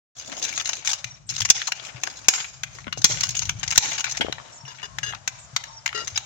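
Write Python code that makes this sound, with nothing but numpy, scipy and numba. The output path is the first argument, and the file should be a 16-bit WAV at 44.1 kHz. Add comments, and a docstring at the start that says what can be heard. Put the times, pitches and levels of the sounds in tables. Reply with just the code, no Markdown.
"""A walled yard; low wind buffets and handling thumps rumble on the stereo microphone. Close by, a mason
works mortar along a stone-clad pillar: his steel trowel sweeps the paste and bites into sand; lumps plop.
After a second, steel taps on stone about three times a second and small birds chirp farther off. Four
hard blows duck the limiter, each leaving a bright echo, while loose stones clack and one rocks with a
clunk. Late on come faint, distant bleats, and the blade sings and squeaks as it drags over bare stone."""
import sys
import numpy as np
from scipy import signal
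from scipy.fft import rfft, irfft
from scipy.io import wavfile
from scipy.ndimage import uniform_filter1d
from numba import njit

SR = 44100
rng = np.random.default_rng(int(sys.argv[2]) if len(sys.argv) > 2 else 0)


def file_out(sig):
    """Save sig as 16-bit WAV at sys.argv[1]."""
    # one column per channel
    cols = np.atleast_2d(sig).T
    # limit, then scale
    lim = np.clip(cols, -1, 1)
    pcm = np.round(lim * 32767).astype(np.int16)
    wavfile.write(sys.argv[1], SR, pcm)


N = 275625
TIME = np.arange(N) / SR

# Hard blows on the masonry. Each row: start in seconds, relative level in dB, body over hiss in dB,
# level of the bright echo in dB, extra on its lowest band in dB.
BLOWS = [(1.5, -1.5, -6, -47, -4), (2.284, 0.5, -1.5, -23.5, -12), (3.043, 0, -4, -25.5, 4.5),
         (3.777, 4, -5, -28, -3)]


def undb(db):
    """Decibels to gain."""
    return 10 ** (np.asarray(db) / 20)


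def unit(x):
    """Scale to rms 1."""
    return x / np.sqrt(np.mean(x ** 2))


def curve(rows):
    """Join (seconds, value) rows by straight lines."""
    return np.interp(TIME, *np.transpose(rows))


def add(track, s, sound):
    """Mix a sound into a track from s seconds on."""
    i = int(s * SR)
    track[..., i:i + sound.shape[-1]] += sound[..., :N - i]


def excerpt(x, s, samples):
    """A stretch of a signal from s seconds on."""
    return x[..., int(s * SR):][..., :samples]


def butter(x, order, hz, kind):
    """Butterworth filter."""
    return signal.sosfilt(signal.butter(order, hz, kind, fs=SR, output="sos"), x)


def convolve(x, response):
    """Pass each channel through a response."""
    return signal.fftconvolve(np.atleast_2d(x), np.atleast_2d(response), axes=-1)[:, :x.shape[-1]]


def colour(x, points, size=2048):
    """Causal filter of unit energy with the given (Hz, dB) shape."""
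    hz, db = np.transpose(points)
    bin_hz = np.arange(size // 2 + 1) * SR / size
    log_gain = np.log(undb(np.interp(np.log(bin_hz + 1), np.log(hz), db)))
    cepstrum = irfft(log_gain)[:size // 2]
    cepstrum[1:] *= 2
    response = irfft(np.exp(rfft(cepstrum, size)))
    return convolve(x, response / np.linalg.norm(response))


def walk(rate):
    """Random drift of rms 1 that turns about `rate` times a second."""
    k = int(SR / rate)
    return unit(uniform_filter1d(np.repeat(rng.standard_normal(N // k + 1), k), k)[:N])


def pan(db):
    """Gains of constant power, as a column; db is left minus right."""
    return unit(undb([[db / 2], [-db / 2]]))


def thuds(rows, cycles, attack, size=8192):
    """Soft impacts from (seconds, Hz, peak dB) rows: a damped swing that dies within a few cycles."""
    out, t = np.zeros(N), TIME[:size]
    for s, hz, db in rows:
        swing = np.sin(2 * np.pi * hz * t) * (1 - np.exp(-hz * t / attack)) * np.exp(-hz * t / cycles)
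        add(out, s, undb(db) * swing / abs(swing).max())
    return out


def calls(rows, quaver, quaver_rate, sag=0.045, flutter_db=3):
    """One quavering, sinking partial for each (seconds, length, Hz, dB) row."""
    out = np.zeros(N)
    waver = 1 + quaver * walk(quaver_rate)
    for s, length, hz, db in rows:
        along = np.linspace(0, 1, int(length * SR))
        pitch = hz * excerpt(waver, s, len(along)) * (1 - sag * (along - .5))
        arch = np.sqrt(2 * abs(np.sin(np.pi * along)))
        add(out, s, undb(db) * arch * np.sin(2 * np.pi * np.cumsum(pitch) / SR))
    return out * undb(flutter_db * walk(30))


def outdoors(rumble_db=6, swell_db=2, apart=0.87):
    """Soft air, wind buffets and handling thumps, and a low rumble partly alike in both channels."""
    # Spectra of the air and the rumble. Each row: frequency in Hz, density in dB.
    air_colour = [(120, 0), (200, -8.5), (400, -11.5), (650, 5.5), (900, 0), (1200, 3), (2400, -6),
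                  (4300, -7), (5700, -2), (7100, -2), (8200, -14.5), (10500, -36), (17000, -62)]
    rumble_colour = [(20, -47), (40, -21), (55, -1), (90, -5), (122, 3.5), (165, -5), (250, -22),
                     (500, -33), (2000, -83)]
    # Their rise and fall. Each row: time in seconds, relative level in dB.
    air_level = [(.2, -48.5), (1, -52), (1.14, -52), (1.28, -62), (1.9, -48), (2.8, -54), (4.4, -52),
                 (4.62, -53), (5.2, -51.5), (5.48, -50.5), (5.82, -50.5), (6.25, -48)]
    rumble_level = [(0.35, -61), (0.61, -55.5), (0.94, -62.5), (1.45, -51), (1.63, -62.5), (2.35, -61.5),
                    (2.9, -50.5), (3.17, -49.5), (3.64, -48), (3.95, -57), (4.21, -56), (4.31, -51),
                    (4.46, -66.5), (4.62, -64), (5.02, -52.5), (5.13, -58), (5.62, -61), (6.25, -60)]
    # Wind and handling on the microphone. Each row: start in seconds, pitch in Hz, relative peak in dB.
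    thumps = [(1.05, 121, -36.5), (1.41, 107, -32), (1.945, 125, -35), (2.67, 136, -43), (3.1, 119, -33),
              (3.285, 120, -32), (3.47, 97, -31.5), (3.55, 110, -31), (4.635, 133, -37.5), (5.02, 124, -39),
              (5.08, 121, -35), (5.53, 130, -37), (6.12, 98, -38)]
    air = colour(rng.standard_normal((2, N)), air_colour)
    air *= undb(curve(air_level) + 2.1 * walk(8.7))
    noise = unit(rng.standard_normal(N) + apart * rng.standard_normal((2, N)))
    rumble = colour(noise, rumble_colour, size=16384)
    rumble *= undb(curve(rumble_level) + rumble_db + swell_db * walk(6.4))
    return air * pan(db=4.5) + (rumble + thuds(thumps, cycles=2.5, attack=0.49)) * pan(db=7)


def sand(rate, spread_db):
    """Grains crack one after another: many small, a few large."""
    place, size, sign = rng.random((int(rate * N / SR), 3)).T
    strength = np.minimum(-np.log(1 - size), 5)
    cracks = undb(spread_db * strength) * np.sign(sign - .5)
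    return unit(np.bincount((place * N).astype(int), cracks, N))


def shifting(x, shift_db=3.5, size=512):
    """The contact moves from stone to stone, so resonances come and go within hundredths of a second."""
    spectra = signal.stft(x, nperseg=size)[2]
    patches = uniform_filter1d(rng.standard_normal(spectra.shape[1:]), size=6, axis=0)
    swell = unit(uniform_filter1d(patches, size=3, axis=1))
    return signal.istft(spectra * undb(shift_db * swell), nperseg=size)[1][:, :N]


def grit(rate, spread_db, shift_db=3.5):
    """Sand cracks under the damped blade; the channels share some grains and each has its own."""
    # Resonances of the pressed blade. Each row: frequency in Hz, width in Hz, gain in dB.
    pressed = [(1540, 72, -7), (2344, 190, -3), (2896, 76, -3.5), (3797, 150, -4.5), (6490, 410, -2)]
    # Spectrum of sand crushed under steel. Each row: frequency in Hz, density in dB.
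    crushed = [(100, -26), (400, -35.5), (850, -10), (1180, -14), (1500, -7.5), (2300, -7.5), (3700, -6),
               (4700, -5.5), (5700, -0.5), (6800, -1), (7600, -11), (8600, -28), (15000, -39.5),
               (17000, -15)]
    shared = sand(rate, spread_db)
    grains = shifting(np.stack([shared + sand(rate, spread_db) for _ in range(2)]), shift_db)
    steel = sum(undb(db) * signal.lfilter(*signal.iirpeak(hz, hz / width, fs=SR), grains)
                for hz, width, db in pressed)
    return unit(colour(grains + steel, crushed))


def pressure(rise_s, hold_s, release_s):
    """One contact builds, holds and lets go."""
    t = TIME[:int((hold_s + 10 * release_s) * SR)]
    return (1 - np.exp(-t / rise_s)) * np.exp(-np.maximum(t - hold_s, 0) / release_s)


def tilt(x, body_db, split_hz=3300, shade_db=4.5):
    """Firm contact favours the body below the split, loose sand the hiss above; the body leans left."""
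    low, high = butter(x, 3, split_hz, "low"), butter(x, 3, split_hz, "high")
    body, hiss = pan(body_db)
    return body * low * pan(shade_db) + hiss * high * pan(-shade_db)


def contact(grains, s, shape, body_db):
    """A stretch of grains, coloured by the firmness of the contact and shaped by its pressure."""
    sound = tilt(excerpt(grains, s, len(shape)), body_db)
    return unit(sound * shape[:sound.shape[1]]) * np.sqrt(np.mean(shape ** 2))


def slips(rate, decay_s, floor, spread_db=3):
    """Stick-slip: the steel lets go at uneven intervals, and each jerk dies away quickly."""
    gap, size = rng.standard_normal((int(2 * rate * N / SR), 2)).T
    when = (np.cumsum(np.exp(.5 * gap)) / rate * SR).astype(int)
    jerks = np.bincount(when, undb(spread_db * size), N)[:N]
    return unit(floor + signal.lfilter([1], [1, -np.exp(-1 / (decay_s * SR))], jerks))


def squelch(low_hz=230, high_hz=1150, count=2200, spread_db=2):
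    """Tiny air pockets burst in the wet paste."""
    when, pitch, size = rng.random((count, 3)).T
    hz = low_hz * (high_hz / low_hz) ** pitch
    db = spread_db * np.minimum(-np.log(1 - size), 3)
    return unit(thuds(zip(when * N / SR, hz, db), cycles=1.26, attack=0.47, size=2048))


def smoothing(wobble_db=4):
    """The flat of the blade glides in jerks: firm sweeps rasp, loose ones hiss, the paste squelches."""
    # Each row: start and length in seconds, then crackle, firmness and squelch in dB.
    sweeps = [(0.137, 0.12, -40.5, -1.5, -57.5), (0.274, 0.13, -37.5, 1, -44.5),
              (0.412, 0.38, -36.5, 0.5, -52), (1.282, 0.11, -36.5, -1.5, -63), (1.538, 0.087, -34, 4, -68),
              (1.751, 0.13, -38, 4, -52.5), (1.926, 0.16, -51, 3, -55), (2.011, 0.25, -44.5, -1.5, -58),
              (2.34, 0.045, -35, 2.5, -55), (2.727, 0.054, -39.5, -2, -52.5),
              (2.966, 0.015, -45, -9, -41.5), (3.075, 0.1, -33, -2, -46), (3.204, 0.28, -39, -0.5, -60),
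              (3.586, 0.25, -41.5, 0.5, -61), (3.797, 0.125, -29.5, 0.5, -44),
              (4.049, 0.1, -33.5, -1.5, -58), (4.37, 0.17, -56, 6.5, -54), (4.648, 0.2, -46, 2.5, -64),
              (5.072, 0.084, -45.5, 2.5, -54.5), (5.99, 0.04, -40.5, 3, -43), (6.07, 0.068, -38, 1, -64)]
    firm, loose, wet = controls = np.zeros((3, N))
    for s, length, crackle_db, firm_db, squelch_db in sweeps:
        strength = undb([[crackle_db + firm_db], [crackle_db - firm_db], [squelch_db]])
        add(controls, s, strength * pressure(rise_s=0.0071, hold_s=length, release_s=0.029))
    grains = grit(rate=7000, spread_db=3, shift_db=4)
    wobble = undb(wobble_db * walk(45))
    rasp = tilt(grains, body_db=37) * firm * wobble
    hiss = tilt(grains, body_db=-21.5) * loose / wobble
    crackle = (rasp + hiss) * slips(rate=70, decay_s=0.006, floor=0.3) / np.sqrt(2)
    return (crackle + wet * squelch()) * pan(db=7)


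def strokes(gain_db=-1):
    """The edge sticks and slips as it bites into coarse sand."""
    # Each row: start and length in seconds, relative level in dB, body over hiss in dB.
    bites = [(0.196, 0.0041, -29, -9), (0.425, 0.0068, -19, -13), (0.438, 0.0086, -20.5, -6),
             (.449, 0.0078, -21.5, -4), (0.481, 0.034, -29, 0.5), (0.576, 0.004, -16.5, -1),
             (0.598, 0.0056, -22, 3), (0.604, 0.01, -28, 3), (0.655, 0.003, -18, 0.5),
             (0.671, 0.0056, -23, -1), (0.691, .006, -17, -1.5), (0.732, 0.0082, -21, -4),
             (0.848, 0.028, -23.5, -3), (0.874, 0.011, -19, -8), (0.89, 0.016, -20, -6),
             (0.912, 0.0035, -21.5, 0), (0.916, .006, -20.5, -9), (0.932, 0.0066, -16.5, -4.5),
             (1.291, 0.0077, -24.5, -9), (1.303, 0.0054, -26, -3.5), (1.361, 0.0055, -20.5, -2.5),
             (1.38, 0.013, -26, 1.5), (1.403, 0.0046, -14.5, -4), (1.416, 0.0094, -18.5, -2),
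             (1.45, 0.009, -16, 0), (1.489, 0.0058, -25, 3), (1.671, 0.0093, -17.5, -8),
             (2.068, 0.0065, -22.5, 2), (3.017, 0.0047, -23, -11), (3.269, 0.0034, -28, -3),
             (3.234, 0.0068, -13.5, -4.5), (3.289, 0.0078, -19, -13), (3.306, 0.007, -23.5, -16),
             (3.351, 0.0021, -17, -1), (3.367, 0.0038, -16.5, -4.5), (3.392, 0.0021, -13, -9),
             (3.416, 0.017, -22.5, 0.5), (3.631, 0.011, -21, 0), (3.678, 0.004, -18, -8),
             (3.706, 0.0082, -16.5, -5), (3.723, 0.012, -21.5, 2), (3.756, .0049, -16.5, 1),
             (3.932, .002, -22, -6), (3.979, 0.033, -22.5, 1.5), (4.111, 0.013, -23.5, -5.5),
             (4.17, 0.0076, -20, -4.5), (5.877, 0.0021, -21, 10), (6.073, 0.0061, -21.5, -0.5),
             (6.158, 0.017, -30.5, 8)]
    out = np.zeros((2, N))
    jerks = slips(rate=110, decay_s=0.004, floor=0.45)
    grains = grit(rate=12000, spread_db=1.7, shift_db=3.8) * jerks
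    for s, length, db, body_db in bites:
        press = pressure(rise_s=0.00038, hold_s=length, release_s=0.0025)
        add(out, s, contact(grains, s, press, body_db) * undb(db + gain_db))
    return out * pan(db=9)


def mortar():
    """Well to the left, wet lumps plop down and the paste sucks at the blade with a falling note."""
    # Each row: start in seconds, pitch in Hz, relative peak in dB.
    plops = [(.333, 1100, -25), (.377, 860, -24.5), (2.871, 226, -22.5), (2.975, 590, -23),
             (3.045, 192, -12.5), (3.047, 477, -13), (3.099, 418, -21.5), (3.779, 129, -11.5),
             (4.2, 296, -21), (4.2475, 397, -16), (4.2845, 590, -15.5), (4.297, 365, -21.5)]
    # Each row: start and length in seconds, pitch in Hz, relative level in dB.
    sucks = [(.374, 0.0084, 790, -39), (.877, 0.042, 834, -39.5), (.919, 0.02, 905, -37),
             (3.097, 0.02, 625, -38.5)]
    sucking = calls(sucks, quaver=0.08, quaver_rate=350, sag=0.25)
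    return (thuds(plops, cycles=0.67, attack=0.1) + sucking) * pan(db=15.5)


def taps(gain_db=5.5, low_cut_hz=600, tick_db=-10):
    """Steel ticks on stone and crushes a cluster of grains, too lightly to move the masonry."""
    # Each row: start in seconds, relative level in dB, body over hiss in dB.
    light_hits = [(1.043, -27.5, 6.5), (1.72, -22, 7), (2.035, -22, 3), (2.336, -21.5, 6),
                  (2.634, -25.5, 9.5), (2.926, -26.5, 14.5), (3.207, -20, -3), (3.493, -20, 8.5),
                  (4.042, -22.5, 12), (4.325, -26.5, 14), (4.985, -27, 12.5), (5.276, -21, 3.5),
                  (5.563, -18.5, 2.5), (5.638, -34, 10), (5.86, -20.5, 9.5), (6.175, -19.5, 2.5)]
    out = np.zeros((2, N))
    grains = butter(grit(rate=9900, spread_db=2.5, shift_db=2.5), 2, low_cut_hz, "high")
    crack = rng.standard_normal((2, N))
    press = pressure(rise_s=0.00044, hold_s=0.0034, release_s=0.0027)
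    snap = pressure(rise_s=0.00005, hold_s=0.00014, release_s=0.0005)
    for s, db, body_db in light_hits:
        add(out, s, contact(grains, s, press, body_db) * undb(db + gain_db))
        add(out, s, contact(crack, s, snap, body_db=0) * undb(db + gain_db + tick_db))
    return out * pan(db=4)


def birds(fall=0.065, length_s=0.0226, rough=0.0083):
    """Small birds far off: high, slightly hoarse chirps that slide down, and thin buzzing calls."""
    # Each row: start in seconds, opening pitch in Hz, relative peak in dB.
    chirps = [(1.102, 5960, -37), (1.136, 5860, -42), (4.52, 5860, -44), (4.572, 5880, -44),
              (4.6, 5680, -42), (4.652, 5870, -39.5), (4.682, 5870, -40), (5.675, 5800, -42.5),
              (5.7, 5350, -49), (5.725, 5960, -42), (5.738, 5400, -47), (5.762, 5930, -37.5),
              (5.775, 5330, -40)]
    # Each row: start and length in seconds, pitch in Hz, relative level in dB.
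    buzzes = [(1.265, 0.029, 7740, -51), (4.52, 0.065, 7060, -47), (5.38, 0.09, 7120, -50.5)]
    out, t = np.zeros(N), TIME[:int(length_s * SR)]
    waver = 1 + rough * walk(900)
    for s, hz, db in chirps:
        phase = np.cumsum(hz * excerpt(waver, s, len(t)) * (1 - fall * t / length_s)) / SR
        add(out, s, undb(db) * np.sin(np.pi * t / length_s) * np.sin(2 * np.pi * phase))
    return (out + calls(buzzes, quaver=0.062, quaver_rate=640)) * pan(db=-1)


def blows(gain_db=8, knock_db=-28, knock_band_hz=(90, 700)):
    """A hard blow crushes grit and also knocks the masonry."""
    out, grains = np.zeros((2, N)), grit(rate=9900, spread_db=1.5, shift_db=0.5)
    masonry = unit(butter(rng.standard_normal((2, N)), 2, knock_band_hz, "band"))
    press = pressure(rise_s=0.0022, hold_s=0.0035, release_s=0.0024)
    for s, db, body_db, _, _ in BLOWS:
        knock = contact(masonry, s, press, body_db=0) * undb(knock_db)
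        add(out, s, (contact(grains, s, press, body_db) + knock) * undb(db + gain_db))
    return out * pan(db=5)


def bright_echo(t60_s=0.44):
    """A bright, ringing echo hangs in the yard after each hard blow, in a few narrow high bands."""
    # Each row: frequency in Hz, width in Hz, relative level in dB.
    echo_bands = [(5720, 110, -4.5), (6670, 370, 0.5), (7430, 48, -3), (11000, 220, -20.5),
                  (11230, 220, -22.5)]
    out, t = np.zeros((2, N)), TIME[:SR // 2]
    noise = rng.standard_normal((2, N))
    lowest, *upper = [undb(db) * unit(butter(noise, 2, (hz - width / 2, hz + width / 2), "band"))
                      for hz, width, db in echo_bands]
    for s, _, _, echo_db, lowest_db in BLOWS:
        tail = excerpt(lowest * undb(lowest_db) + sum(upper), s, len(t))
        add(out, s, tail * undb(echo_db - 60 * t / t60_s))
    return out * pan(db=-3)


def clacks(gain_db=4, band_ratio=1.51):
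    """Loose stone meets stone: nearly all body, little hiss; bigger stones sound lower."""
    # Each row: start in seconds, relative level in dB, pitch in Hz, decay in seconds.
    collisions = [(1.617, -22, 2530, 0.0014), (1.683, -32.5, 1070, 0.0063), (2.034, -36.5, 1120, 0.0037),
                  (2.073, -38, 910, 0.011), (2.444, -32.5, 2350, 0.008), (2.786, -36.5, 1690, 0.002),
                  (2.843, -41.5, 2000, 0.0021), (2.868, -35, 1900, 0.0028), (2.879, -35, 1800, 0.0037),
                  (4.209, -19, 2540, 0.0084), (4.212, -29, 610, 0.0053), (4.265, -35, 1890, 0.004),
                  (4.382, -36, 1250, 0.004), (4.398, -40.5, 1070, 0.0062), (5.124, -33.5, 2000, 0.0032),
                  (5.134, -31, 1230, 0.0056), (5.891, -28.5, 2190, 0.0018), (5.928, -30, 2120, 0.0024)]
    out = np.zeros((2, N))
    grains = shifting(sand(rate=12000, spread_db=2.5) + rng.standard_normal((2, N)))
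    for s, db, hz, decay_s in collisions:
        body = butter(grains, 2, (hz / band_ratio, hz * band_ratio), "band")
        press = pressure(rise_s=0.00038, hold_s=0.0017, release_s=decay_s)
        add(out, s, contact(body, s, press, body_db=2.5) * undb(db + gain_db))
    return out * pan(db=3)


def clunks(rise_s=0.0006):
    """A rocking stone rings briefly and hollowly, at a different pitch on each contact."""
    # Each row: start in seconds, relative peak in dB, pitch as a ratio to the modes below.
    rockings = [(2.868, -26.5, 0.63), (2.879, -25, .69), (4.208, -16.5, 0.96), (4.213, -14.5, 1.02),
                (4.224, -20, 1.05)]
    # Each row: frequency in Hz, decay in seconds, relative level in dB.
    stone_modes = [(300, 0.0057, 0), (890, 0.0051, -5.5), (1564, 0.005, 1), (2137, .008, -3.5)]
    out, t = np.zeros(N), TIME[:SR // 8]
    for s, db, pitch in rockings:
        ring = sum(undb(mode_db) * np.sin(2 * np.pi * hz * pitch * t) * np.exp(-t / decay_s)
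                   for hz, decay_s, mode_db in stone_modes)
        ring *= 1 - np.exp(-t / rise_s)
        add(out, s, undb(db) * ring / abs(ring).max())
    return out * pan(db=8)


def livestock():
    """Faint bleats far off to the left, each heard as its strongest partial."""
    # Each row: start and length in seconds, that partial in Hz, relative level in dB.
    bleats = [(4.33, .16, 965, -56), (4.54, .24, 945, -53), (4.87, .14, 1060, -52.5), (5.3, .12, 1000, -55),
              (5.62, .19, 905, -53), (5.63, .11, 1070, -52)]
    return calls(bleats, quaver=0.03, quaver_rate=200) * pan(db=12)


def singing_blade(rise_s=0.0009, ring_s=0.035, fade_s=0.005, catch_s=0.007,
                  rasp_db=-10, swell_db=3.5, bend=.005, strain=.014):
    """Each catch on stone rasps and rings the plate, sharp at first; the part touching picks the modes."""
    # Each row: frequency and width in Hz, then level in dB when dragged on the tip, edge and flat.
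    blade_modes = [(432, 47, -16, -24, -5.5), (1020, 65, -2.5, -16, -13), (1365, 16, -28, -29, 0.5),
                   (1684, 100, 1, -0.5, -8), (1880, 15, -12, -19, -1), (2844, 23, -2.5, -1, 0),
                   (3420, 20, -18, -12, -23), (3560, 51, -12, -27, -21), (4370, 40, -13, -18, -6),
                   (3880, 25, -12, -8, -8), (5080, 20, -20, -22, -9), (4950, 83, -3.5, -10, -6),
                   (6500, 30, -14, -16, -14), (6400, 49, -7, -6, -6), (7100, 32, -12, -22, -18)]
    # Each row: start and length in seconds, relative level in dB, part that touches.
    catches = [(4.678, .055, -36.5, "tip"), (4.829, 0.034, -27.5, "tip"), (5.031, 0.029, -24, "edge"),
               (5.063, 0.026, -27, "edge"), (5.089, 0.028, -28.5, "edge"), (5.947, 0.032, -25, "flat"),
               (5.976, 0.025, -24.5, "flat"), (6.004, 0.036, -29.5, "flat")]
    out, t = np.zeros((2, N)), TIME[:SR // 5]
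    hz, width, tip, edge, flat = np.transpose(blade_modes)
    weights = {"tip": undb(tip), "edge": undb(edge), "flat": undb(flat)}
    grains = grit(rate=4800, spread_db=-1)
    swells = undb(swell_db * np.stack([walk(45) for _ in hz]))  # each mode comes and goes on its own
    flex = bend * walk(35)  # the plate flexes under the hand and bends all its pitches
    catch = np.exp(-t / catch_s)
    for s, length, level_db, part in catches:
        # the shifting contact nudges each mode's phase, which widens its line
        nudges = rng.standard_normal((len(hz), len(t))) * np.sqrt(np.pi * width / SR)[:, None]
        bent_time = np.cumsum(1 + strain * catch + excerpt(flex, s, len(t))) / SR
        phase = 2 * np.pi * hz[:, None] * bent_time + np.cumsum(nudges, axis=1)
        modes = np.sin(phase) * excerpt(swells, s, len(t))
        release = np.exp(-np.maximum(t - length, 0) / fade_s)
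        press = (1 - np.exp(-t / rise_s)) * np.exp(-t / ring_s) * release
        ring = unit(weights[part] @ modes * press) * np.sqrt(np.mean(press ** 2))
        rasp = contact(grains, s, press * (.5 + catch), body_db=0) * undb(rasp_db)
        add(out, s, (ring * pan(db=9) + rasp * pan(db=2)) * undb(level_db))
    return out * undb(1.5 * walk(300))  # the level flickers


def squeaking_corner():
    """A corner of the blade squeaks on one high note."""
    # Each row: start and length in seconds, pitch in Hz, relative level in dB.
    squeaks = [(5.997, 0.024, 4850, -38.5), (6.157, .014, 5060, -22)]
    return calls(squeaks, quaver=0.009, quaver_rate=440) * pan(db=5)


def yard(x, echo_db, scatter_s=0.0093, scatter_db=-11.5, build_s=0.0075, t60_s=0.59, tail_db=-13):
    """Direct sound, a quick scatter off the pillar, and the slow echo between the house walls."""
    # Spectrum of the echo. 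Each row: frequency in Hz, density in dB.
    echo_colour = [(100, -13), (450, -2.5), (850, 4), (1200, -3), (2300, -2.5), (4400, -3), (7000, -4.5),
                   (8500, -10.5), (15000, -10)]
    t = TIME[:SR]
    direct = np.stack([np.roll(x[0], -16), np.roll(x[1], 48)])  # the left side hears it first
    scatter = rng.standard_normal((2, SR)) * np.exp(-t / scatter_s) * (t > .004)
    tail = colour(rng.standard_normal((2, SR)), echo_colour)
    tail *= undb(-60 * t / t60_s) * (1 - np.exp(-t / build_s))
    echo = (undb(scatter_db) * unit(scatter) + undb(tail_db) * unit(tail) / 2) / np.sqrt(SR)
    return direct + convolve(x, echo) * undb(echo_db + 2.8 * walk(60))  # the echo flutters


def scene():
    """Singing steel, mortar and the rocking stone arrive driest; the far animals carry the most echo."""
    singing = singing_blade() + squeaking_corner()
    paste = mortar()
    animals = birds() + livestock()
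    work = taps() + blows() + bright_echo() + clacks() + strokes() + smoothing()
    at_pillar = yard(work, echo_db=0.5) + yard(singing + paste + clunks(), echo_db=-7.5)
    return at_pillar + yard(animals, echo_db=2.5) + outdoors()


@njit
def follow(x, hold, release):
    """Peak follower: jumps up at once, holds, then falls."""
    out, peak, wait = np.empty(len(x)), 0., 0.
    for i in range(len(x)):
        wait -= 1
        if x[i] > peak:
            peak, wait = x[i], hold
        elif wait < 0:
            peak *= 1 - release
        out[i] = peak
    return out


def record(dry, start_s=0.15, ceiling=2.55, hold_s=0.042, release_s=0.025, low_cut_hz=47, top_hz=16000):
    """The recorder opens, drops the deepest bass, limits and clips the hardest blows, and cuts the top."""
    heard = butter(dry, 3, low_cut_hz, "high")
    peak = follow(abs(heard).max(axis=0), float(hold_s * SR), 1 / (release_s * SR))
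    fade_in = np.clip((TIME - start_s) / 0.03, 0, 1)
    limited = heard / np.maximum(peak / ceiling, 1) * fade_in
    top_cut = signal.ellip(8, .2, 70, top_hz, fs=SR, output="sos")
    return signal.sosfilt(top_cut, np.clip(limited, -1, 1))


dry = scene()
out = record(dry)
file_out(out)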